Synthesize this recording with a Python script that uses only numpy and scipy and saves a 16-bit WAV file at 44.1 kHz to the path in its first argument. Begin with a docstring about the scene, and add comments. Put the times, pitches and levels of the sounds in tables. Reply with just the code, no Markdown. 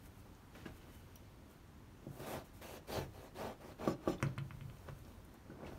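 """Soft rubbing of hands on a large fruit opens the scene; then a knife saws through its thick rind in a kitchen.
The strokes are trains of random slips with scrape and wet hiss, each with its own arch of force.
Knocks, and landings of fruit and cut cap on the wooden board, are short pushes into dying modes, with bright ticks.
Shaped grains and noise make the hands, the low table rumble and a faint thin whistle.
Sparse echoes make the quiet kitchen, and drifting noise its air."""
import sys
import numpy as np
from scipy import signal
from scipy.fft import rfft, irfft
from scipy.io import wavfile
from scipy.ndimage import uniform_filter1d

SR = 44100
rng = np.random.default_rng(int(sys.argv[2]) if len(sys.argv) > 2 else 0)


def store_pcm(level_fs):
    """Save levels as 16-bit WAV."""
    pcm = np.round(np.clip(level_fs, -1, 1) * 32767).astype(np.int16)
    wavfile.write(sys.argv[1], SR, np.atleast_2d(pcm).T)


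N = 254898  # length in samples

# strokes of the knife: start_s, rise_s (to full force), fall_s (from there to the stop), force_db,
# first_db and last_db (force missing at start and stop), scrape_db and hiss_db (relative to the force),
# wood (share of the edge on wood, 0-1)
KNIFE_STROKES = [ (2.07, 0.13, 0.014, -58, 19, 11, -12.5, -7, 0),
                 (2.19, 0.033, 0.036, -50, 9, 0.5, -11.5, -12, 0),
                 (2.26, 0.072, 0.091, -41.5, 5.5, 15, -13.5, -14, 0.19),
                 (2.44, .025, 0.026, -66, 4, 6, -5, -2, 0.45),
                 (2.53, 0.053, 0.028, -62.5, 6, 4, -10, -6, 0.6),
                 (2.611, 0.16, 0.03, -54, -0.5, 14, -6.5, -8, 0),
                 (2.867, 0.097, 0.095, -41.5, 14.5, 17, -9.5, -14, 0),
                 (3.128, 0.14, 0.036, -57, 3, 13, -11, -12.5, 0.04),
                 (3.342, 0.078, 0.11, -43, 13, 8, -14, -20, 0.14),
                 (3.6, .1, 0.027, -54, 3, 1.5, -13.5, -16.5, 0.09),
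                 (3.781, 0.059, 0.019, -43, 13, -2, -15.5, -25, 0.25),
                 (3.87, 0.03, 0.044, -37, -6, 13, -17.5, -24, 0.75),
                 (3.999, 0.056, 0.018, -46.5, 17, -3.5, -21.5, -29, 0.5),
                 (4.074, 0.047, 0.048, -43.5, -3, 19, -12, -20.5, 0.7), ]
# slips shaking the fruit: pitch_hz, relative level_db (per Hz)
SLIP_SPECTRUM = [(35, -41), (60, -8), (123, -3.5), (163, -5.5), (256, -3), (372, -0.5), (643, -2),
                 (1470, -15.5), (1670, -17), (2500, -23), (3250, -37), (5500, -120)]
# blade scraping in the rind: pitch_hz, relative level_db (per Hz)
RIND_SCRAPE_SPECTRUM = [(900, -27), (1650, 5), (2150, -1.5), (2600, 4), (2950, 2), (3300, 1.5), (4000, 2),
                        (4600, 0.5), (5200, -3.5), (5870, -2), (7200, -7.5), (9500, -15)]
# blade edge against wood: pitch_hz, width_hz (of one filter pass), relative level_db
WOOD_EDGE_PEAKS = [(2880, 3000, 2), (4130, 180, 6), (5050, 470, 6), (5870, 200, 5), (6900, 680, 0.5),
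                   (8500, 590, -10)]
# bursting cells, also skin on rind: pitch_hz, relative level_db (per Hz)
HISS_SPECTRUM = [(3000, -24), (6000, -4), (9000, -0.5), (12500, 0), (14500, -3), (16000, -3.5)]

# jolts through fruit and board: start_s, blow_db (dry peak), contact_ms, boom_db (before the soft rise)
BODY_KNOCKS = [(.658, -40.5, 4.9, -68), (2.067, -39, 2.1, -37), (2.194, -46, 2, -41.5),
               (2.337, -38.5, 1.1, -45), (2.615, -54, 1.3, -63), (2.976, -35, 0.67, -34.5),
               (2.985, -34, 2.9, -43), (3.602, -49, 1.4, -78), (3.797, -43, 2.3, -63),
               (3.8755, -20, 1.29, -33), (4.0757, -20, 1.33, -70), (4.097, -32, 1.5, -60),
               (4.227, -31, 1.9, -48), (4.27, -43.5, 1.8, -55), (5.496, -43, 4.8, -62),
               (5.632, -40, 1.03, -55)]
# the fruit, then the cap, then the fruit again, landing on the board: start_s, tick_db (dry peak),
# cycle_ms (one push and rebound), boom_db (before the soft rise)
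BOARD_LANDINGS = [(.552, -47.5, 0.41, -65), (.657, -43, 0.46, -54), (4.203, -41.5, 0.51, -71),
                  (4.221, -51, 0.75, -61), (4.2265, -21.5, 0.47, -22.5), (4.268, -42, 0.23, -56),
                  (4.379, -33.5, 0.52, -28), (4.385, -34, 0.32, -44), (4.508, -37.5, 0.46, -37.5),
                  (4.61, -42, 0.37, -34.5), (4.699, -45.5, 0.35, -49), (4.77, -54, 0.31, -75),
                  (4.887, -39.5, 0.68, -37)]
# what fruit and board ring with: pitch_hz, relative level_db, t60_s
BODY_MODES = [(202, -5, 0.071), (250, -4, 0.05), (333.6, 13.5, 0.037), (513, -25, 0.074), (552, 6, 0.029),
              (804, -12.5, 0.11), (1130, -2, 0.033), (1540, -8, 0.038)]
# what the landings ring with, tuned to the cap: pitch_hz, relative level_db, t60_s
CAP_MODES = [(532, 26, 0.031), (1000, 15, 0.013), (1250, -7.5, 0.026), (1370, -11, 0.029),
             (1950, -13, 0.019), (2110, -3.5, 0.014), (2190, -24, 0.012), (2500, -2.5, 0.011),
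             (3000, -4.5, .012), (4100, -4, 0.017)]
# lowest modes of the board on the table: pitch_hz, relative level_db, t60_s
BOARD_MODES = [(133, 0, .25), (167, -7, .2), (334, -20, .2), (118, -8, .2), (205, -12, .08)]
# small bright ticks of blade and fingernails: start_s, level_db (dry peak), centre_hz, width (share of centre)
BRIGHT_TICKS = [(.35, -61, 6000, .6), (.554, -56, 2330, .1), (.657, -53, 2820, 0.078),
                (.658, -51, 1640, .08), (1.157, -44, 13100, 0.54), (1.158, -56, 5830, 0.076),
                (1.16, -54, 4000, 0.55), (4.183, -56, 3480, 0.096), (4.226, -34.5, 6850, 0.55),
                (4.381, -47.5, 7700, 1), (4.785, -58, 5500, .4), (4.99, -58, 10000, .6),
                (5.049, -55, 3750, 0.79), (5.082, -59, 6600, .4), (5.12, -62, 4000, .6),
                (5.501, -53, 1450, .1), (5.25, -55.5, 10100, .6), (5.341, -52.5, 11500, 0.93),
                (5.646, -54, 2220, 0.073), (5.667, -49.5, 2550, 0.17)]

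# hands touching and shifting the fruit: strongest_s, swell_s, fade_s,
# shift_db (dull shifting), brush_db (brushing on wood), skin_db (skin hiss)
HAND_TOUCHES = [ (.062, 0.09, .06, -78, -72, -64), (.2, 0.12, .06, -86, -79, -70),
                (.266, 0.067, 0.029, -62, -83, -82), (0.554, 0.034, 0.17, -59, -63.5, -70),
                (.62, 0.092, 0.071, -84, -66, -84), (0.663, .02, 0.084, -51.5, -59.5, -74),
                (.775, 0.11, 0.043, -76, -73, -68), (.82, 0.054, 0.22, -69, -71, -93),
                (.95, 0.2, 0.21, -75, -75, -68.5), (1.11, .08, 0.6, -80, -77, -87),
                (1.51, 0.056, .1, -67.5, -84, -70), (2.034, 0.067, 0.18, -68, -81, -80),
                (4.26, 0.21, 0.18, -55.5, -65.5, -90), (4.85, 0.75, 0.096, -70, -81, -77),
                (4.888, 0.053, 0.049, -55, -61.5, -82), (4.985, .08, .08, -72, -78, -73),
                (5.08, 0.091, 0.33, -67.5, -81, -74.5), (5.355, 0.13, 0.024, -65.5, -78, -80),
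                (5.505, 0.067, 0.23, -58, -77, -107), (5.64, 0.12, 0.1, -53, -78, -88),
                (5.67, 0.041, 0.1, -56, -60, -77), (5.73, 0.13, .25, -56, -77, -79), ]
# steady grip of the hands: shift_db, brush_db, skin_db
GRIP_DB = (-70.5, -78.5, -85.5)
# dull shifting of the fruit: pitch_hz, relative level_db (per Hz)
SHIFT_SPECTRUM = [(100, -5), (290, -1), (540, -3.5), (900, -10.5), (1500, -16.5), (3000, -72.5)]
# brushing on wood: pitch_hz, relative level_db (per Hz)
BRUSH_SPECTRUM = [(700, -4), (1500, 5.5), (2500, 1), (4000, -3.5), (6500, -8.5), (10000, -22)]
# low rumble through the table: pitch_hz, relative level_db (per Hz)
RUMBLE_SPECTRUM = [(25, -8), (36, -11.5), (49, -9.5), (65, -10.5), (95, -6), (140, -18), (300, -49)]
# loudness of that rumble over time: time_s, level_db
RUMBLE_LEVEL = [(0.0, -59.5), (0.89, -59), (1.72, -64.5), (2.4, -59.5), (2.83, -64.5), (2.99, -53),
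                (3.27, -62), (3.85, -60), (3.9, -68), (3.99, -67), (4.09, -55), (4.18, -61), (4.23, -50),
                (4.4, -68), (4.44, -56.5), (4.96, -55), (5.59, -66.5), (5.78, -53.5)]
# loudness of a faint thin whistle: time_s, level_db
WHISTLE_LEVEL = [(.78, -95), (.81, -76), (1.0, -77), (1.05, -95)]
# resonance of the whistle: pitch_hz, width_hz (of one filter pass), relative level_db
WHISTLE_RESONANCE = [(3030, 90, 0)]

# dying time of the kitchen's echoes: pitch_hz, t60_s
KITCHEN_DECAY = [(120, 0.36), (300, 0.29), (1000, 0.2), (4000, 0.11), (12000, 0.09)]
# murmur of the house and microphone hiss: pitch_hz, relative level_db (per Hz)
AIR_SPECTRUM = [(20, -15), (45, -3.5), (95, -2), (200, -4), (330, -7.5), (500, -21), (1000, -16),
                (1600, -23), (3200, -29), (6300, -33.5), (12500, -37), (16000, -42)]
# dips of the microphone housing: pitch_hz, width_hz, gain_db
HOUSING_DIPS = [(4960, 97, -5.5), (7650, 500, -4), (10320, 770, -5.5)]

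BITE_S, LET_GO_S = 0.0096, 0.013  # the blade grips quickly and slides to rest
ROUNDING = 1.72  # 1 = pointed top of the force, 2 = round arch
HISS_LEAD_S = 0.014  # the hiss is fullest a little before the force
SCRAPE_FOLLOWS, HISS_FOLLOWS = 1, 1  # share of the force swing in dB that scrape and hiss take
BOOM_RISE_S = .005  # the heavy board takes a moment to move
LANDING_CYCLES = 2.6  # length of a landing in push-and-rebound cycles
TOUCH_RANGE_DB = 31  # how far a touch swells and fades over its times
AIR_DB = -61
BAND_LIMIT_HZ = 15750


def saw():
    """One-way slips of the blade shake the fruit; the edge scrapes and bursting cells hiss."""
    slips = grains(1200, 2.0, signed=False)
    # against the wood every slip is a small soft blow on fruit and board
    nudge = np.exp(-((np.arange(90) / SR - .001) / .00009) ** 2)
    on_wood = evened(signal.oaconvolve(slips, np.convolve(ring(BODY_MODES), nudge))[:N])
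    in_rind = coloured(slips, SLIP_SPECTRUM)

    grit = grains(6000, 0.6)
    rind_scrape = patchy(coloured(grit, RIND_SCRAPE_SPECTRUM), patchy_db=2.5)
    wood_scrape = patchy(resonant(grit, WOOD_EDGE_PEAKS), patchy_db=4.0)
    wet_hiss = patchy(coloured(grains(14000, 3.1), HISS_SPECTRUM), patchy_db=1.0)

    out = np.zeros(N)
    for start, rise, fall, force_db, first_db, last_db, scrape_db, hiss_db, wood in KNIFE_STROKES:
        span = slice(round(start * SR), round((start + rise + fall + 6 * LET_GO_S) * SR))
        t = np.arange(N)[span] / SR - start
        wood = np.clip(wood, 0, 1)
        grip = np.minimum(t / BITE_S, 1)
        release = np.exp(-np.maximum(t - rise - fall, 0) / LET_GO_S)
        swing_db = swing(t, rise, fall, first_db, last_db)
        early_db = swing(t + HISS_LEAD_S, rise, fall, first_db, last_db)
        body = (1 - wood) * in_rind[span] + wood * on_wood[span]
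        scrape = (1 - wood) * rind_scrape[span] + wood * wood_scrape[span]
        stroke = body * amp(swing_db)
        stroke += scrape * amp(scrape_db + SCRAPE_FOLLOWS * swing_db)
        stroke += wet_hiss[span] * amp(hiss_db + HISS_FOLLOWS * early_db)
        out[span] += amp(force_db) * grip * release * stroke
    return out


def swing(t, rise, fall, first_db, last_db):
    """Arch of a stroke's force, in dB relative to its force level."""
    rising = first_db * abs(1 - t / rise) ** ROUNDING
    falling = last_db * np.clip((t - rise) / fall, 0, 1.5) ** ROUNDING
    return -np.where(t < rise, rising, falling)


def blows(events, modes, turns):
    """Each blow rings its object, duller for a longer contact, and sets the board booming."""
    out, body, boom = np.zeros(N), ring(modes), ring(BOARD_MODES, .5)
    boom *= 1 - np.exp(-np.arange(len(boom)) / SR / BOOM_RISE_S)
    for s, db, ms, boom_db in events:
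        cycles = np.arange(1, 400) / (ms * SR / 1000)
        # push and rebounds under a smooth window
        push = np.sin(2 * np.pi * cycles) * np.sin(np.pi * np.minimum(cycles / turns, 1)) ** 2
        sound = np.convolve(body, push)
        add(out, s, -amp(db) * sound / abs(sound).max())
        add(out, s, amp(boom_db) * boom)
    return out


def ticks():
    """Short noise snaps around a centre pitch; narrow ones ring a little."""
    out, t = np.zeros(N), np.arange(600) / SR
    for s, db, hz, share in BRIGHT_TICKS:
        burst = rng.standard_normal(600) * np.exp(-t / 0.0022)
        edges = [hz * (1 - share / 2), min(hz * (1 + share / 2), 18000)]
        snap = signal.lfilter(*signal.butter(2, edges, "band", fs=SR), burst)
        add(out, s, amp(db) * snap / abs(snap).max())
    return out


def hands():
    """The fruit rolls a little, brushes the wood, and skin slides on the rind, all as coloured grains."""
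    shifting = coloured(grains(1500, 3.06), SHIFT_SPECTRUM)
    brushing = coloured(grains(5000, 0.96), BRUSH_SPECTRUM)
    skin = coloured(grains(11000, 3.6), HISS_SPECTRUM)
    gains = amp(GRIP_DB)[:, None] * np.ones(N)
    for s, swell, fade, *layer_db in HAND_TOUCHES:
        span = slice(max(round((s - 2 * swell) * SR), 0), round((s + 2 * fade) * SR))
        t = np.arange(N)[span] / SR - s
        touch = amp(TOUCH_RANGE_DB * np.minimum(t / swell, -t / fade))
        gains[:, span] += amp(layer_db)[:, None] * touch
    return (gains * [shifting, brushing, skin]).sum(0)


def table_rumble():
    """Low noise through the table, rising and sinking along its level curve."""
    return coloured(rng.standard_normal(N), RUMBLE_SPECTRUM) * amp(along(RUMBLE_LEVEL)[0])


def whistle():
    """Noise in one narrow resonance."""
    return resonant(rng.standard_normal(N), WHISTLE_RESONANCE) * amp(along(WHISTLE_LEVEL)[0])


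def kitchen(x):
    """Sparse echoes of random sign, each band dying at its own speed."""
    taps = np.zeros(SR // 2)
    at = np.arange(150, SR // 2 - 20, 20)
    taps[at + rng.integers(0, 20, len(at))] = rng.choice([-1., 1.], len(at))
    hz, t, z = signal.stft(taps, SR, nperseg=256)
    decay = amp(-60 * t / read(KITCHEN_DECAY, hz)[:, None])
    tail = signal.istft(z * decay, SR, nperseg=256)[1]
    return signal.fftconvolve(x, tail / np.linalg.norm(tail))[:N]


def room_air():
    """Steady low murmur of the house and microphone hiss, drifting in patches."""
    frames, hz = N // 256 + 5, np.fft.rfftfreq(1024, 1 / SR)
    a, b, patches = rng.standard_normal((frames, 513, 3)).T
    patches = evened(uniform_filter1d(uniform_filter1d(patches, 10, 0), 14, 1))
    z = (a + 1j * b) * amp(read(AIR_SPECTRUM, hz)[:, None] + 1.0 * patches)
    return amp(AIR_DB) * evened(signal.istft(z, nperseg=1024, noverlap=768)[1][:N])


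def grains(per_s, spread_db, signed=True):
    """Random clicks, most small and a few large; one-way clicks have their mean removed."""
    size = amp(spread_db * np.minimum(rng.exponential(1, N), 4))
    size *= rng.random(N) < per_s / SR
    return size * rng.choice([-1., 1.], N) if signed else size - size.mean()


def ring(modes, length=.4):
    """Sum of dying sines, peak 1."""
    t = np.arange(round(length * SR)) / SR
    x = sum(amp(db - 60 * t / t60) * np.sin(2 * np.pi * hz * t) for hz, db, t60 in modes)
    return x / abs(x).max()


def coloured(x, points):
    """Causal minimum-phase filter with the given spectrum, evened to unit RMS."""
    log_gain = read(points, abs(np.fft.fftfreq(8192, 1 / SR))) * np.log(10) / 20
    taps = np.fft.ifft(np.exp(np.conj(signal.hilbert(log_gain)))).real[:4096]
    return evened(signal.oaconvolve(x, taps)[:N])


def resonant(x, peaks):
    """Sum of steep resonances, each a two-pole filter passed twice, evened to unit RMS."""
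    out = 0
    for hz, width, db in peaks:
        b, a = signal.iirpeak(hz, hz / width, SR)
        out = out + amp(db) * signal.lfilter(b, a, signal.lfilter(b, a, x))
    return evened(out)


def patchy(x, patchy_db):
    """Lets bands of scrape and hiss swell and fade at random."""
    z = signal.stft(x, nperseg=256, noverlap=192)[2]
    field = rng.standard_normal(z.T.shape).T
    field = evened(uniform_filter1d(uniform_filter1d(field, 4, 0), 30, 1))
    return evened(signal.istft(z * amp(patchy_db * field), nperseg=256, noverlap=192)[1][:N])


def amp(db):
    """Decibels to a linear factor."""
    return 10 ** (np.asarray(db) / 20)


def evened(x):
    """Scales to unit RMS."""
    return x / np.sqrt(np.mean(x ** 2) + 1e-20)


def read(points, hz):
    """Value of a curve at each frequency, straight on a log pitch axis."""
    f, value = np.transpose(points)
    return np.interp(np.log(hz + 1), np.log(f + 1), value)


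def along(rows):
    """Columns of a dB curve at every sample, -99 dB outside its span."""
    s, *columns = np.transpose(rows)
    return [np.interp(np.arange(N) / SR, s, c, left=-99, right=-99) for c in columns]


def add(mix, s, sound):
    """Lays a sound into the mix at s seconds, cut at the end."""
    part = mix[round(s * SR):][:len(sound)]
    part += sound[:len(part)]


def scene():
    """Direct sounds, their kitchen echoes with more send from the hits, and the room's air."""
    rubbing = saw() + hands() + table_rumble() + whistle()
    knocks = blows(BODY_KNOCKS, BODY_MODES, turns=0.99)
    landings = blows(BOARD_LANDINGS, CAP_MODES, turns=LANDING_CYCLES)
    hits = knocks + landings + ticks()
    echoes = kitchen(amp(-12) * rubbing + amp(-7.5) * hits)
    return (rubbing + hits + echoes + room_air())[None]


def record(dry):
    """Dips of the microphone housing and bass cut, then the band limit."""
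    hz = np.fft.rfftfreq(N, 1 / SR)
    colour_db = sum(db / (1 + (2 * (hz - f) / w) ** 2) for f, w, db in HOUSING_DIPS)
    heard = irfft(rfft(dry) * amp(colour_db), N)
    heard = signal.sosfilt(signal.butter(4, 29, "high", fs=SR, output="sos"), heard)
    band_limit = signal.firwin(801, BAND_LIMIT_HZ, window=("kaiser", 9), fs=SR)
    return signal.oaconvolve(heard, band_limit[None], "same")


dry = scene()
out = record(dry)
store_pcm(out)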